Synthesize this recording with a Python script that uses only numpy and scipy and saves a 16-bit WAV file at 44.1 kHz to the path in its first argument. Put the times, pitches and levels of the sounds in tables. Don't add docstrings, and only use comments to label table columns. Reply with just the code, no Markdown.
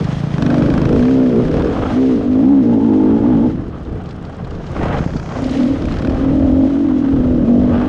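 import sys
import numpy as np
from scipy import signal
from scipy.io import wavfile
from scipy.ndimage import uniform_filter1d

SR = 44100
rng = np.random.default_rng(int(sys.argv[2]) if len(sys.argv) > 2 else 0)


def file_out(sig):
    cols = np.atleast_2d(sig).T
    lim = np.clip(cols, -1, 1)
    pcm = np.round(lim * 32767).astype(np.int16)
    wavfile.write(sys.argv[1], SR, pcm)


def volts(x):
    e = np.asarray(x, float) / 20
    return 10 ** e


N = 347508


def rms_one(x):
    return x / np.sqrt(np.mean(x ** 2) + 1e-20)


def evened(x, window_s):
    return x / np.sqrt(uniform_filter1d(x ** 2, int(window_s * SR)) + 1e-12)


def in_time(rows):
    s, *columns = np.transpose(rows)
    return [np.interp(np.arange(N) / SR, s, c) for c in columns]


def held(rows, rise_db_per_s, fall_db_per_s):
    t = np.arange(N) / SR
    levels = []
    for start, end, first_db, last_db in rows:
        hold = np.interp(t, [start, end], [first_db, last_db])
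        before = rise_db_per_s * np.maximum(start - t, 0)
        after = fall_db_per_s * np.maximum(t - end, 0)
        levels.append(hold - before - after)
    return np.array(levels)


def loudest(rows, rise_db_per_s, fall_db_per_s):
    return held(rows, rise_db_per_s, fall_db_per_s).max(axis=0)


def drift(rate_hz):
    r = np.exp(-80 * np.pi * rate_hz / SR)
    white = rng.standard_normal(N // 40 + 2002)
    slow = signal.lfilter([1], [1, -2 * r, r * r], white)[2000:]
    return np.interp(np.arange(N) / 40, np.arange(len(slow)), rms_one(slow - slow.mean()))


def resonate(x, hz, width_hz):
    r = np.exp(-np.pi * width_hz / SR)
    zeros = np.array([1, 0, -1]) * (1 - r * r) / 2
    return signal.lfilter(zeros, [1, -2 * r * np.cos(2 * np.pi * hz / SR), r * r], x)


def body(x, modes):
    return sum((-1) ** k * volts(db) * resonate(x, hz, width) for k, (hz, width, db) in enumerate(modes))


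def band(x, low_hz, high_hz, order=2):
    return signal.sosfilt(signal.butter(order, [low_hz, high_hz], "band", fs=SR, output="sos"), x)


def decay(clicks, s):
    return signal.lfilter([1], [1, -np.exp(-1 / (s * SR))], clicks + 1e-18)


def puff(clicks, swell_s, die_s):
    return rng.standard_normal(N) * decay(decay(clicks, swell_s), die_s) / (swell_s * SR)


def struck(events):
    clicks = np.zeros(N)
    for s, peak_db in events:
        clicks[round(s * SR)] = volts(peak_db)
    return clicks


def coloured_noise(spectrum, patchy_db, rate_hz):
    hz, level_db = np.transpose(spectrum)
    edges = hz[0] * 2 ** np.arange(0, np.log2(hz[-1] / hz[0]), 1 / 3)
    white = rng.standard_normal((2, N))
    together = drift(rate_hz)
    flicker = [volts(patchy_db * (together + 0.32 * drift(rate_hz))) for _ in range(3)]
    out = 0
    for k, (low, high) in enumerate(zip(edges, edges[1:])):
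        centre_db = np.interp(np.log(low * high) / 2, np.log(hz), level_db)
        out = out + volts(centre_db) * flicker[k % 3] * band(white[k % 2], low, high)
    return rms_one(out)


def firings(count, rough, jitter, spread_db):
    at = np.flatnonzero(np.diff(np.floor(count))) + 1
    luck = rng.standard_normal((600, 2))[:len(at)]
    period = 1 / np.gradient(count)[at]
    where = np.clip(at + jitter * rough[at] * period * luck[:, 0], 0, N - 1).astype(int)
    clicks = np.zeros(N)
    clicks[where] = volts(spread_db * rough[at] * luck[:, 1])
    return clicks


def own_engine():
    per_s = revs()
    boom_db, rough, pipe_hz, shoulder_db, lower_db, upper_db = throttle(per_s)
    load_db = boom_db + 10
    count = np.cumsum(per_s) / SR
    clicks = firings(count, rough, jitter=.09, spread_db=4.5)
    gas = rms_one(rng.standard_normal(N) * decay(clicks, .012))
    drive = rms_one(clicks) + (.08 + 1.2 * rough) * gas
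    ragged = np.clip(1.5 * rough, 0, 1)
    steady = np.sqrt(1 - ragged ** 2)

    wobbly_count = count + 0.042 * rough * drift(27.0)
    clean_boom = tuned_orders(wobbly_count, per_s, pipe_hz, shoulder_db)
    boom = evened(steady * clean_boom + ragged * airbox(drive), 0.052)
    throb = crankcase(drive, count, per_s, ragged, steady)
    lower = lower_pipe(drive, count, per_s, ragged, steady)
    upper = upper_pipe(drive, gas, count, per_s, ragged, steady)

    pipes_follow, flutter_db = 0.37, 1.5
    lower_db = lower_db + pipes_follow * load_db + flutter_db * drift(6.9)
    upper_db = upper_db + 4.0 + pipes_follow * load_db + flutter_db * drift(7.9)
    throb_db = -25 + 0.045 * load_db + 0.41 * (per_s - 45)
    pipes = volts(lower_db) * lower + volts(upper_db) * upper + whistle(drive, gas)
    return volts(boom_db) * boom + volts(throb_db) * throb + pipes


# (t/s, firing rate/Hz)
WHEEL_PACE = [(0, 38.2), (1.6, 41.23), (2.25, 48.88), (2.4, 54), (2.66, 54.66), (2.8, 52.33), (3.07, 51.72),
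              (3.5, 53.94), (3.73, 39.36), (4.7, 29.08), (5.39, 33), (5.5, 37.82), (6.3, 38.47),
              (6.5, 43.2), (6.8, 47.2), (7.06, 38.85), (7.4, 40.26), (7.88, 49.47)]
# (start t/s, end t/s, extra firing rate/Hz)
WHEELSPIN = [(0.361, 0.661, 10), (.878, 1.46, 26), (1.35, 1.52, 25), (1.855, 2.225, 22.5),
             (2.405, 2.67, 18.5), (2.656, 2.778, 6.06), (2.8, 2.91, 7), (3.091, 3.21, 4.81),
             (3.212, 3.378, 10.3), (3.385, 3.51, 14), (5.572, 5.689, 3.955), (6.317, 6.464, 3.993),
             (7.17, 7.35, 2.5), (7.42, 7.72, 5), (7.76, 7.95, 2)]


def revs():
    up_hz_per_s, down_hz_per_s = 130, 100
    t = np.arange(N) / SR
    per_s, = in_time(WHEEL_PACE)
    for start, end, extra in WHEELSPIN:
        ramp = np.minimum(up_hz_per_s * (t - start), down_hz_per_s * (end - t))
        per_s = per_s + extra * np.tanh(1.7 * np.maximum(ramp, 0) / extra)
    return uniform_filter1d(per_s, int(0.036 * SR))


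# (opens t/s, shuts t/s, boom level/dB at opening, at shutting)
THROTTLE_OPENINGS = [(.43, .62, -10.5, -6.5), (.66, .86, -9.5, -11.5), (.9, .96, -11, -8),
                     (.99, 1.28, -6, -5.5), (1.33, 1.42, -9.5, -9), (1.47, 1.7, -13.5, -13.5),
                     (1.74, 1.9, -16, -16), (1.97, 2.17, -6, -7.5), (2.27, 2.5, -8, -2.5),
                     (2.5, 2.61, -1.5, -3), (2.66, 2.78, -5.5, -5.5), (2.83, 3.16, -5, -5),
                     (3.24, 3.47, -5, -6), (4.8, 5.08, -19, -28.5), (5.41, 5.52, -13.5, -13),
                     (5.6, 5.73, -5.5, -10), (5.83, 5.95, -14, -20.5), (6.07, 6.19, -10.5, -15.5),
                     (6.23, 6.66, -9, -4.5), (6.72, 6.98, -8.5, -7), (7.0, 7.18, -8.5, -7),
                     (7.2, 7.44, -9, -8), (7.5, 7.88, -2.5, -11.5)]
OPEN_ROUGHNESS = [.25, .45, .08, .04, .06, .45, .6, .05, .1, .03, .2, .08, .18, .8, .3, .13, .7, .45, .09,
                  .06, .1, .16, .14]
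# (tuned-pipe f/Hz, shoulder level/dB, lower pipe level/dB, upper pipe level/dB)
OPENING_VOICES = [(242.4, -3.5, -24.5, -26.5), (260, 3, -21.5, -25.5), (247, -2, -11, -23),
                  (252, -13, -16, -27), (239, -25, -9, -27), (268, 7, -14, -25.5), (270, 6, -17.5, -34),
                  (250.4, -7.5, -16, -30), (259.3, -11.5, -23.5, -30), (273, -30, -23.5, -34.5),
                  (251.4, -15, -18, -32.5), (243, 0, -18.5, -33.5), (249.1, -5, -19.5, -30),
                  (262, -6, -33, -28.5), (251, -9, -29, -29), (262, -12, -46, -27), (262, -7, -42, -33),
                  (272.3, -15, -42, -25), (264.3, -13, -43.5, -23.5), (268.1, -4, -35.5, -32.5),
                  (263.7, -13.5, -37, -34), (246, -6, -31, -28.5), (244, -8.5, -24.5, -26),
                  (243, -2.5, -46, -45)]


def throttle(per_s):
    open_db_per_s, shut_db_per_s, shut_roughness = 194.5, 205.5, .8
    opened_db = held(THROTTLE_OPENINGS, open_db_per_s, shut_db_per_s)
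    coast_db = -32.5 + 0.9586 * np.clip(per_s - 35, -20, 20)
    levels = np.vstack([opened_db, coast_db])
    settings = np.vstack([np.append(OPEN_ROUGHNESS, shut_roughness), np.transpose(OPENING_VOICES)])
    current = settings[:, levels.argmax(axis=0)]
    return levels.max(axis=0), *uniform_filter1d(current, SR // 12)


# (start t/s, end t/s, start level/dB, end level/dB)
LOW_SHOULDER_OPEN = [(1.12, 1.28, -13, -13.5), (2.42, 2.62, -12, -10), (2.92, 3.05, -9, -14),
                     (3.22, 3.42, -5.5, -7), (7.5, 7.66, -13.5, -7.5)]


def tuned_orders(count, per_s, pipe_hz, shoulder_db):
    low = volts(np.maximum(-22.5, loudest(LOW_SHOULDER_OPEN, 150, 150)))
    high = volts(shoulder_db)
    out = 0
    for k in range(3, 10):
        hz = k * per_s
        off = (hz - pipe_hz) / 25.4
        shoulders = high / (1 + ((hz - 311.4) / 19) ** 2) + low / (1 + ((hz - 205) / 22) ** 2)
        main = (1 + off ** 2) ** -np.where(off < 0, 1.3, .9)
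        wave = np.sin(2 * np.pi * k * count - np.arctan(off) + 0.66 * drift(8.4))
        out = out + wave * volts(1.5 * drift(9.)) * (shoulders + main)
    return evened(band(out, 167, 324.0), 0.067)


# (f/Hz, width/Hz, level/dB)
AIRBOX_MODES = [(253.6, 34, 3), (336, 35, -2), (213, 66, -5)]


def airbox(drive):
    return evened(band(body(drive, AIRBOX_MODES), 184, 350), 0.047)


def overtones(count, per_s, low_hz, high_hz, order):
    out = 0
    for k in order:
        edge_hz = np.minimum(k * per_s - low_hz, high_hz - k * per_s)
        inside = np.clip(edge_hz / 30, 0, 1)
        phase = 2 * np.pi * k * count + .02 * k * k + .3 * drift(6.)
        out = out + inside * np.sin(phase) * volts(1.5 * drift(6.))
    return out


# (f/Hz, width/Hz, level/dB)
CRANKCASE_MODES = [(91, 41, 0.5), (117, 46, 0.5), (174.5, 23, 1)]


def crankcase(drive, count, per_s, ragged, steady):
    throb = evened(band(body(drive, CRANKCASE_MODES), 79, 210), 0.025)
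    low_orders = overtones(count, per_s, 59, 225, order=range(2, 5))
    return ragged * throb + steady * (.5 * throb + volts(-5) * low_orders)


# (f/Hz, width/Hz, level/dB)
LOWER_PIPE_MODES = [(440, 61, -6), (495, 97, -5)]


def lower_pipe(drive, count, per_s, ragged, steady):
    rung = evened(band(body(drive, LOWER_PIPE_MODES), 345, 488), 0.3)
    clean = evened(overtones(count, per_s, 323, 510, order=range(5, 14)), 0.2)
    return steady * clean + ragged * rung


# (f/Hz, width/Hz, level/dB)
UPPER_PIPE_MODES = [(547, 184, 3.5), (667, 130, 1)]


def upper_pipe(drive, gas, count, per_s, ragged, steady):
    rung = evened(band(body(drive + 0.27 * gas, UPPER_PIPE_MODES), 240, 900), 0.3)
    lugging = per_s < 52
    wobbly_count = count + .011 * lugging * drift(15.)
    low_hz = np.clip(11.5 * per_s, 430, 500)
    high_hz = np.clip(15 * per_s, 580, 710)
    clean = evened(overtones(wobbly_count, per_s, low_hz, high_hz, order=range(8, 18)), .09)
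    return .8 * steady * clean + (.35 + .65 * ragged) * rung


# (start t/s, end t/s, start level/dB, end level/dB)
SILENCER_WHISTLE = [(2.7, 3.47, -28.5, -29)]


def whistle(drive, gas):
    ring = resonate(resonate(drive + gas, 855, 90), 855, 90)
    return volts(loudest(SILENCER_WHISTLE, 300, 250)) * evened(ring, 0.094)


# (t/s, count)
LEADER_FIRINGS = [(.008, 0), (.168, 4), (.3397, 9), (.423, 11), (.7004, 18), (.816, 21), (.9274, 24),
                  (1.025, 27), (1.11, 30), (1.2282, 34), (1.359, 38), (1.4507, 41), (1.5125, 43),
                  (1.5949, 46), (2.0, 62), (5.103, 170), (5.259, 175), (5.321, 177), (5.822, 192),
                  (5.8838, 194), (5.996, 198), (6.0474, 200), (6.0948, 202), (6.35, 212), (7.88, 280)]
# (t/s, level/dB)
LEADER_THUMP = [(0, -14.5), (.42, -12.5), (.95, -11), (1.12, -21.5), (1.45, -14), (2.1, -39.5),
                (4.9, -27.5), (5.1, -28), (5.35, -22.5), (5.7, -24), (5.9, -28), (6.3, -24.5), (6.6, -40),
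                (7.88, -49)]
# (start t/s, end t/s, start level/dB, end level/dB)
LEADER_BARKS = [(.42, .62, -29.5, -35), (.69, 1.12, -31.5, -36.5), (1.2, 1.37, -41.5, -43),
                (1.44, 1.63, -39.5, -34.5), (5.12, 5.33, -40, -41.5), (5.85, 6.1, -40, -35.5)]
# (t/s, level/dB)
CRACK_TREBLE = [(0, 0.5), (1.2, -3), (5, -1), (7.88, -5)]


def leader():
    count, = in_time(LEADER_FIRINGS)
    clicks = firings(count + 1e-3, np.ones(N), jitter=.01, spread_db=1.)
    clicks[round(LEADER_FIRINGS[0][0] * SR)] = 1
    thump = resonate(resonate(clicks, 147.5, 72), 141.7, 70)

    blast = puff(clicks, .0007, .0025) + .06 * puff(clicks, .002, .012) + 3 * clicks
    treble = volts(-11) * band(blast, 2500, 3200, order=3)
    treble += volts(-16) * band(blast, 3200, 5400, order=4)
    treble += volts(-30) * band(blast, 5400, 8000, order=4)
    treble += volts(-36) * band(blast, 9500, 14000)
    treble_db, = in_time(CRACK_TREBLE)
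    crack = band(blast, 800, 1700, order=3) + volts(-6) * band(blast, 1700, 2500, order=3)
    crack = crack + volts(treble_db) * treble

    thump_db, = in_time(LEADER_THUMP)
    crack_db = np.maximum(-46 + .5 * (thump_db + 15), loudest(LEADER_BARKS, 150, 150))
    return volts(thump_db) * evened(thump, .15) + volts(crack_db + 5) * evened(crack, .2)


# (t/s, peak level/dB)
NEAR_KNOCKS = [(3.563, -27), (3.929, -11), (4.407, -25), (4.551, -23), (4.857, -30), (4.942, -14),
               (5.062, -1), (5.167, -7)]
# (t/s, peak level/dB)
FAR_SIDE_KNOCKS = [(4.836, -5), (5.006, -2), (5.157, -4)]


def knocks():
    clicks = struck(NEAR_KNOCKS) - struck(FAR_SIDE_KNOCKS)
    soft = decay(decay(clicks, .0005), .0005) / (.0005 * SR) ** 2
    dirt = band(rng.standard_normal(N) * decay(clicks, 0.0054), 300, 1500)
    return volts(46.0) * resonate(soft, 150, 91.5) + volts(-31) * dirt


# (t/s, peak level/dB)
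VISOR_TICKS = [(3.68, -40), (3.7848, -44), (3.7994, -47), (3.8312, -39), (3.8885, -45), (3.925, -41.5),
               (3.955, -42), (4.0168, -41), (4.035, -38), (4.1255, -40), (4.1614, -39), (4.225, -37),
               (4.2958, -37.5), (4.366, -37.5), (4.4742, -38), (4.715, -30), (5.4194, -26), (5.4636, -26),
               (5.5096, -24.5), (5.854, -29)]
# (t/s, peak level/dB)
EARTH_LUMPS = [(4.718, -21), (4.764, -10), (4.791, -13), (4.83, -4.5), (4.854, -10), (4.881, -8),
               (4.924, -9), (4.942, -13), (4.986, -13), (5.039, -15), (5.074, -20), (5.364, -17),
               (6.884, -17), (7.48, -18)]


def pebbles():
    ticks = band(puff(struck(VISOR_TICKS), .001, .003), 2000, 8000, order=3)
    burst = puff(struck(EARTH_LUMPS), .0015, .006)
    dull_burst = volts(7.5) * band(burst, 300, 1200) + volts(-6.5) * band(burst, 1300, 2350, order=3)
    return volts(-0.5) * ticks + dull_burst


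# (t/s, peak level/dB)
HOLLOW_POPS = [(3.233, -18), (5.160, -17), (5.444, -20), (5.550, -20), (5.627, -21), (6.111, -13),
               (6.157, -14), (6.338, -19), (6.364, -19), (6.410, -19), (6.455, -19), (6.503, -18),
               (6.612, -19), (6.634, -18), (7.481, -20), (7.647, -19)]


def pops():
    ring = resonate(resonate(struck(HOLLOW_POPS), 670, 220), 670, 220)
    return ring * SR / 500


# (t/s, peak level/dB)
CHAIN_SLAPS = [(0.0412, -14.5), (.421, -13), (3.8478, -30), (4.0575, -23.5), (4.0886, -23), (4.1063, -23),
               (4.2486, -25), (4.345, -29), (4.4454, -25), (4.5055, -23), (4.548, -26), (4.6637, -22),
               (4.9813, -16), (5.1667, -17), (5.3648, -27), (5.44, -13.5), (5.4922, -14), (5.5698, -16),
               (5.598, -19), (5.6294, -17), (5.818, -19), (5.919, -15), (5.9579, -26), (5.984, -16),
               (6.0162, -20), (6.0487, -22), (6.0994, -22), (6.1524, -44), (6.2022, -39), (6.2567, -34)]


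def slaps():
    rattle = puff(struck(CHAIN_SLAPS), .002, .004)
    return volts(-1.5) * band(rattle, 1500, 4500, order=4) + volts(-11) * band(rattle, 4500, 7500, order=4)


# (start t/s, end t/s, start level/dB, end level/dB)
EARTH_SPRAY = [(4.76, 4.8, -40, -32), (4.83, 4.88, -22, -36), (4.92, 5.0, -23, -25.5),
               (5.045, 5.07, -34, -36), (5.31, 5.39, -33, -31)]


def spray():
    sizes = volts(4 * np.minimum(rng.exponential(1, N), 2.2)) * rng.choice([-1, 1], N)
    grains_per_s = 1800 * volts(5 * drift(40))
    grains = sizes * (rng.random(N) < grains_per_s / SR)
    ticks = band(grains, 350, 810) + volts(-8.5) * band(grains, 1123, 2130, order=3)
    ticks = signal.sosfilt(signal.butter(2, 2600, fs=SR, output="sos"), ticks)
    return volts(loudest(EARTH_SPRAY, 205, 353)) * rms_one(ticks)


# (start t/s, end t/s, start level/dB, end level/dB)
DRY_GRASS = [(4.7, 5.38, -53.5, -44)]


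def grass():
    hiss = band(rng.standard_normal(N), 4200, 6900, order=3) * volts(2.0 * drift(25.))
    return volts(loudest(DRY_GRASS, 40, 60)) * rms_one(hiss)


# (t/s, level/dB)
GROUND_GRIT = [(0, -40), (.28, -42), (.5, -38.5), (1.2, -41.5), (1.55, -42), (1.95, -40), (2.45, -47),
               (3.47, -47.5), (3.62, -54.5), (4.05, -54.5), (4.55, -52.5), (4.75, -45), (5.3, -50),
               (5.55, -37), (5.8, -43), (6.3, -45), (7.1, -47.5), (7.88, -47)]
# (start t/s, end t/s, start level/dB, end level/dB)
DIRT_SHOWERS = [(.5, .93, -27.5, -31.5), (1.5, 1.9, -32.5, -25), (3.1, 3.4, -32, -34),
                (4.82, 4.93, -27, -22), (5.34, 5.4, -29.5, -29), (5.85, 6.3, -34.5, -32),
                (7.05, 7.13, -33, -32.5), (6.87, 6.91, -34.5, -31.5), (7.75, 7.88, -27, -26)]
# (f/Hz, density/dB per Hz)
RUSH_SPECTRUM = [(410, 0.5), (700, 6), (903, -2), (1250, 0), (1350, -3), (2350, -19.5), (2830, -15),
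                 (5000, -42.5), (6500, -53.5), (11000, -120)]
# (f/Hz, density/dB per Hz)
GRIT_SPECTRUM = [(1060, -40.5), (1800, -6.5), (2460, -13), (2810, -9), (4210, -17), (5400, -18),
                 (7100, -25.5), (8280, -35.5), (10800, -34.5), (18200, -120)]


def rush_and_grit():
    grit_db, = in_time(GROUND_GRIT)
    rush_db = np.maximum(-35.5 + 0.42 * (grit_db + 45), loudest(DIRT_SHOWERS, 92, 92))
    rush = volts(rush_db + 5.5) * coloured_noise(RUSH_SPECTRUM, patchy_db=2.5, rate_hz=48)
    grit = volts(grit_db + 3.5) * coloured_noise(GRIT_SPECTRUM, patchy_db=1.47, rate_hz=12)
    return rush + grit


# (start t/s, end t/s, start level/dB, end level/dB)
WIND_GUSTS = [(0, .08, -16, -25.5), (.37, .42, -34, -28), (.62, .97, -23.5, -17), (1.48, 1.9, -20.5, -23),
              (3.12, 3.62, -25.5, -22.5), (3.89, 3.97, -22.5, -26.5), (4.38, 4.42, -45, -25),
              (4.53, 4.6, -24, -24), (4.82, 4.96, -18.5, -20), (5.17, 5.19, -21.5, -25),
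              (5.35, 5.52, -26, -24), (5.8, 6.62, -20.5, -20), (7.2, 7.57, -17, -22),
              (7.66, 7.76, -16, -18)]
# (f/Hz, density/dB per Hz)
WIND_SPECTRUM = [(12, -54.5), (20, -10), (54, -6.5), (88, -3.5), (112, -17), (130, -6.5), (273, -17),
                 (500, -17.5), (650, -74), (1100, -120)]


def wind():
    wind_db = np.maximum(-29.5, loudest(WIND_GUSTS, 70, 70))
    return volts(wind_db + 5.5) * coloured_noise(WIND_SPECTRUM, patchy_db=1.5, rate_hz=53)


def scene():
    bikes = own_engine() + leader()
    hits = knocks() + pebbles() + pops() + slaps() + spray()
    return (bikes + hits + grass() + rush_and_grit() + wind())[None]


def top_cut(x):
    return signal.sosfilt(signal.butter(12, 15140, fs=SR, output="sos"), x)


def record(dry):
    limited = 0.85 * np.tanh(dry / 1.465)
    dull = signal.sosfilt(signal.butter(3, 10500, fs=SR, output="sos"), limited)
    return top_cut(dull)


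dry = scene()
out = record(dry)
file_out(out)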